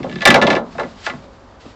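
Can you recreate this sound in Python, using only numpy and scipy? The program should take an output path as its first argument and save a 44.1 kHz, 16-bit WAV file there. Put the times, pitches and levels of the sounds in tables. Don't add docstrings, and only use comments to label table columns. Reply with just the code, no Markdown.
import sys
import numpy as np
from scipy import signal
from scipy.fft import rfft, irfft
from scipy.io import wavfile
from scipy.ndimage import uniform_filter1d

SR = 44100
rng = np.random.default_rng(int(sys.argv[2]) if len(sys.argv) > 2 else 0)


def elevation(decibels):
    levels = np.asarray(decibels, float)
    return 10 ** (levels / 20)


def store_pcm(level_fs):
    pcm = np.round(np.clip(level_fs, -1, 1) * 32767).astype(np.int16)
    wavfile.write(sys.argv[1], SR, np.atleast_2d(pcm).T)


N = 77175

# (frequency [Hz], relative level [dB per Hz])
OUTDOOR_COLOUR = [(12, -15), (20, -19.5), (48, -1.5), (108, -4), (149, -15.5), (248, -7), (324, -10),
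                  (1140, -13), (2610, -31), (7410, -39), (12000, -103), (15600, -118), (22000, -120)]
# (time [s], level [dB])
SLIDE_LEVELS = [(0, -49), (.09, -45.5), (.17, -45), (.25, -44), (0.601, -66.5), (0.722, -45), (.9, -47),
                (.96, -49), (1.02, -42.5), (1.064, -29.5), (1.119, -44), (1.2, -51.5), (1.3, -57.5),
                (1.593, -60), (1.61, -47.5), (1.72, -49.5), (1.75, -57)]
# (frequency [Hz], relative level [dB per Hz])
SLIDE_COLOUR = [(710, -21), (1200, 3.5), (4620, 0.5), (6050, -7), (7700, -8), (8650, -31.5), (9520, -63),
                (12000, -40), (15600, -103), (22000, -120)]
# (time [s], board level [dB], bed level [dB], board favoured pitch [Hz], bed favoured pitch [Hz])
BLOWS = [(.002, -41, -19.5, 1500, 200), (0.0293, -30, -24, 3000, 305), (0.0414, -30, -23.5, 735, 530),
         (.064, -36, -19.5, 1200, 282), (0.0956, -36, -27, 3000, 218), (0.113, -36, -32.5, 2600, 200),
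         (0.126, -31, -22.5, 2400, 200), (0.157, -29.5, -21, 2500, 208), (0.185, -34, -44, 2600, 200),
         (0.2066, -23.5, -34, 2300, 402), (.2179, -16.5, -48, 2700, 400), (.229, -49, -36, 2200, 390),
         (0.232, -33, -25, 1200, 592), (0.253, 0.5, -6.5, 2300, 600), (0.272, -1.5, -4, 1800, 260),
         (.3032, -3, -14.5, 2200, 500), (0.3424, -4.5, -5.5, 2340, 647), (.356, -10, -15, 1400, 500),
         (0.4145, -13.5, -13, 2600, 500), (0.4225, -9, -10.5, 1750, 322), (0.4675, -14, -12.5, 2800, 500),
         (.4725, -13, -9, 1750, 450), (0.5018, -11.5, -13.5, 2800, 404), (.528, -18, -14, 2040, 500),
         (.551, -19.5, -15, 2500, 390), (0.563, -19, -21, 1750, 500), (0.7508, -31.5, -26.5, 800, 200),
         (0.7809, -24, -24, 1300, 500), (.787, -29.5, -22, 1100, 620), (0.795, -18.5, -26.5, 1200, 250),
         (0.81, -44, -27, 900, 407), (0.831, -28, -28, 1540, 600), (0.8366, -30, -27.5, 800, 250),
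         (1.0629, -16.5, -26, 1530, 700), (1.066, -23, -36, 680, 680), (1.073, -24, -36, 700, 600),
         (1.098, -24, -28.5, 1700, 224), (1.135, -33, -28, 1030, 200), (1.239, -50, -37, 2500, 400),
         (1.651, -65, -39, 1000, 500), (1.662, -67, -33.5, 1010, 235)]
# (frequency [Hz], relative level [dB], t60 [s])
BOARD_MODES = [(675.3, 4, 0.11), (853, -2.5, 0.11), (1079, -1.5, 0.1), (1173.4, -6.5, 0.11),
               (1277, -4, 0.082), (1403, -6, .13), (1620, 2, 0.042), (1732, 1.5, 0.1), (1981, -7.5, 0.15),
               (2097, -6, 0.084), (2292, 1.5, 0.033), (2579, -6, 0.067), (2747, -1.5, 0.033),
               (2994, -13, 0.047), (3256, -8, 0.038), (3560, -8, 0.096), (3720, -11.5, 0.06),
               (3950, -11, 0.11), (5170, -44.5, 0.023), (5560, -31, 0.025)]
# (frequency [Hz], relative level [dB], t60 [s])
BED_MODES = [(139.4, -6.5, 0.31), (179.6, -4.5, 0.29), (236.2, 0.5, 0.13), (265, -3, 0.19),
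             (365.6, -5.5, 0.13), (434, -18.5, 0.33), (496, -19.5, 0.27), (530, -5.5, 0.13),
             (551.3, -8, .2), (583.2, -6, 0.25), (779.7, -0.5, 0.095), (939, -4, 0.057),
             (1172.5, 2.5, 0.057)]
# (band centre [Hz], relative level [dB], t60 [s])
BOARD_DENSE = [(1000, -15, .2), (1500, -17, .17), (2200, -17, .16), (3200, -16, .15), (4500, -17, .13),
               (6400, -18, .12)]
# (band centre [Hz], relative level [dB], t60 [s])
BED_DENSE = [(44.7, -26, .3), (71, -9.5, 0.27), (130, -11, 0.26), (200, -13, 0.87), (299, -6.5, 0.23),
             (500, -5.5, 0.29), (744, -7, 0.3), (1100, -10.5, 0.45)]
# (start [s], frequency [Hz], level [dB], t60 [s], rise [cycles])
LINGER_TONES = [(.09, 220, -25, .6, 10.), (1.12, 540, -42, 1.8, 40.), (1.10, 258, -44, 1.5, 15.),
                (1.085, 200, -31, .45, 8.)]

OUTDOORS_DB = -42
SWELL_WALK_DB, GRIT_WALK_DB, WAVER_WALK_DB = 1.2, 1.5, 2.5
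PITCH_WAVER = 0.008
GRIT_SIZE_DB = 2.0
CRACK_HZ, CRACK_OCTAVES, CRACK_T60_S = 3200, 0.7, 0.02
RATTLE_PER_S, RATTLE_DB, RATTLE_FADE_S = 400, -14, 0.004
SCATTER_DB, DETUNE_SHARE = 3.5, 0.005
BOARD_RISE_CYCLES, BED_RISE_CYCLES = 5.24, 2.88
LONGEST_BOARD_T60_S = 0.13
LIGHT_RING = 0.83
FLAT_SLAP_DB = -16
SPOT_FALL_DB, SPOT_FLOOR_DB = 11.0, -20
MIC_TOP_HZ = 7970
CLIP_LEVEL, CLIP_KNEE = 0.73, 6


def unit(x):
    return x / np.sqrt(np.mean(x ** 2))


def colour(x, table):
    hz, db = np.array(table, float).T
    f = np.maximum(np.fft.rfftfreq(len(x), 1 / SR), 1)
    gain = elevation(np.interp(np.log(f), np.log(hz), db))
    return unit(irfft(rfft(x) * gain, len(x)))


def noise_band(noise, hz, octaves):
    f = np.fft.rfftfreq(len(noise), 1 / SR) + 1
    gain = np.exp(-(np.log2(f / hz) / octaves) ** 2)
    return unit(irfft(rfft(noise) * gain, len(noise)))


def walk(rate):
    hold = int(SR / rate)
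    steps = np.repeat(rng.standard_normal(N // hold + 1), hold)
    return uniform_filter1d(uniform_filter1d(steps, hold), hold)[:N]


def swell(t, hz, t60, cycles):
    rise = 1 - np.exp(-(t * hz / cycles) ** 2)
    return rise * np.exp(-np.log(1000) * t / t60)


def outdoors():
    noise = rng.standard_normal(N) * elevation(SWELL_WALK_DB * walk(1.67))
    return colour(noise, OUTDOOR_COLOUR) * elevation(OUTDOORS_DB)


def slide():
    size_db = GRIT_SIZE_DB * rng.exponential(size=N) + GRIT_WALK_DB * walk(59.57)
    grit = rng.standard_normal(N) * elevation(size_db)
    s, db = np.array(SLIDE_LEVELS).T
    level_db = np.interp(np.arange(N) / SR, s, db)
    return colour(grit, SLIDE_COLOUR) * elevation(level_db)


def spot(hz, spot_hz, flat):
    loss_db = max(-SPOT_FALL_DB * np.log2(hz / spot_hz) ** 2, SPOT_FLOOR_DB)
    return (1 - 0.57 * flat ** 2) * loss_db


def crack(spot_hz, flat, t):
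    noise = noise_band(rng.standard_normal(len(t)), CRACK_HZ, CRACK_OCTAVES)
    return elevation(spot(CRACK_HZ, spot_hz, flat)) * noise * swell(t, CRACK_HZ, CRACK_T60_S, 1)


def ring(modes, dense, cycles, spot_hz, flat, t):
    out = np.zeros(len(t))
    cycles = cycles * (0.24 + 0.8 * flat)
    time_share = LIGHT_RING + (1 - LIGHT_RING) * flat
    for hz, db, t60 in modes:
        strength, detune, phase = rng.standard_normal(3)
        level_db = db + spot(hz, spot_hz, flat) + SCATTER_DB * strength
        tone = np.sin(2 * np.pi * (hz * (1 + DETUNE_SHARE * detune) * t + phase))
        out += elevation(level_db) * swell(t, hz, t60 * time_share, cycles) * tone
    noise = rng.standard_normal(len(t))
    for hz, db, t60 in dense:
        level_db = db + spot(hz, spot_hz, flat)
        out += elevation(level_db) * swell(t, hz, t60 * time_share, cycles) * noise_band(noise, hz, 0.48)
    return out


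def touches():
    t = np.arange(1024) / SR
    happens = rng.random(len(t)) < RATTLE_PER_S / SR
    size = rng.uniform(-1, 1, len(t)) * elevation(RATTLE_DB)
    contact = happens * size * np.exp(-t / RATTLE_FADE_S)
    contact[0] = 1
    return contact


def blows():
    out = np.zeros(N + SR)
    t = np.arange(12288) / SR
    board = [(hz, db, min(t60, LONGEST_BOARD_T60_S)) for hz, db, t60 in BOARD_MODES]
    for s, board_db, bed_db, board_hz, bed_hz in BLOWS:
        flat = np.clip(2 - board_db / FLAT_SLAP_DB, 0, 1) ** 0.5
        board_ring = ring(board, BOARD_DENSE, BOARD_RISE_CYCLES, board_hz, flat, t)
        bed_ring = ring(BED_MODES, BED_DENSE, BED_RISE_CYCLES, bed_hz, flat, t)
        body = elevation(board_db) * (crack(board_hz, flat, t) + board_ring) + elevation(bed_db) * bed_ring
        blow = signal.fftconvolve(touches(), body)
        i = int(s * SR)
        out[i:i + len(blow)] += blow
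    return out[:N]


def linger():
    t = np.arange(N) / SR
    out = np.zeros(N)
    for s, hz, db, t60, cycles in LINGER_TONES:
        level = elevation(db + WAVER_WALK_DB * walk(28))
        turns = hz * np.cumsum(1 + PITCH_WAVER * walk(10)) / SR
        since_start = np.maximum(t - s, 0)
        out += level * np.sin(2 * np.pi * turns) * swell(since_start, hz, t60, cycles)
    return out


def scene():
    return (outdoors() + slide() + blows() + linger())[None]


def roll_off(x):
    return signal.sosfilt(signal.butter(12, 16270, fs=SR, output="sos"), x)


def record(dry):
    low_pass = signal.butter(8, MIC_TOP_HZ, fs=SR, output="sos")
    mic = signal.sosfilt(low_pass, dry)
    mix = mic / (2.5 + (mic / CLIP_LEVEL) ** CLIP_KNEE) ** (1 / CLIP_KNEE)
    return roll_off(mix)


dry = scene()
out = record(dry)
store_pcm(out)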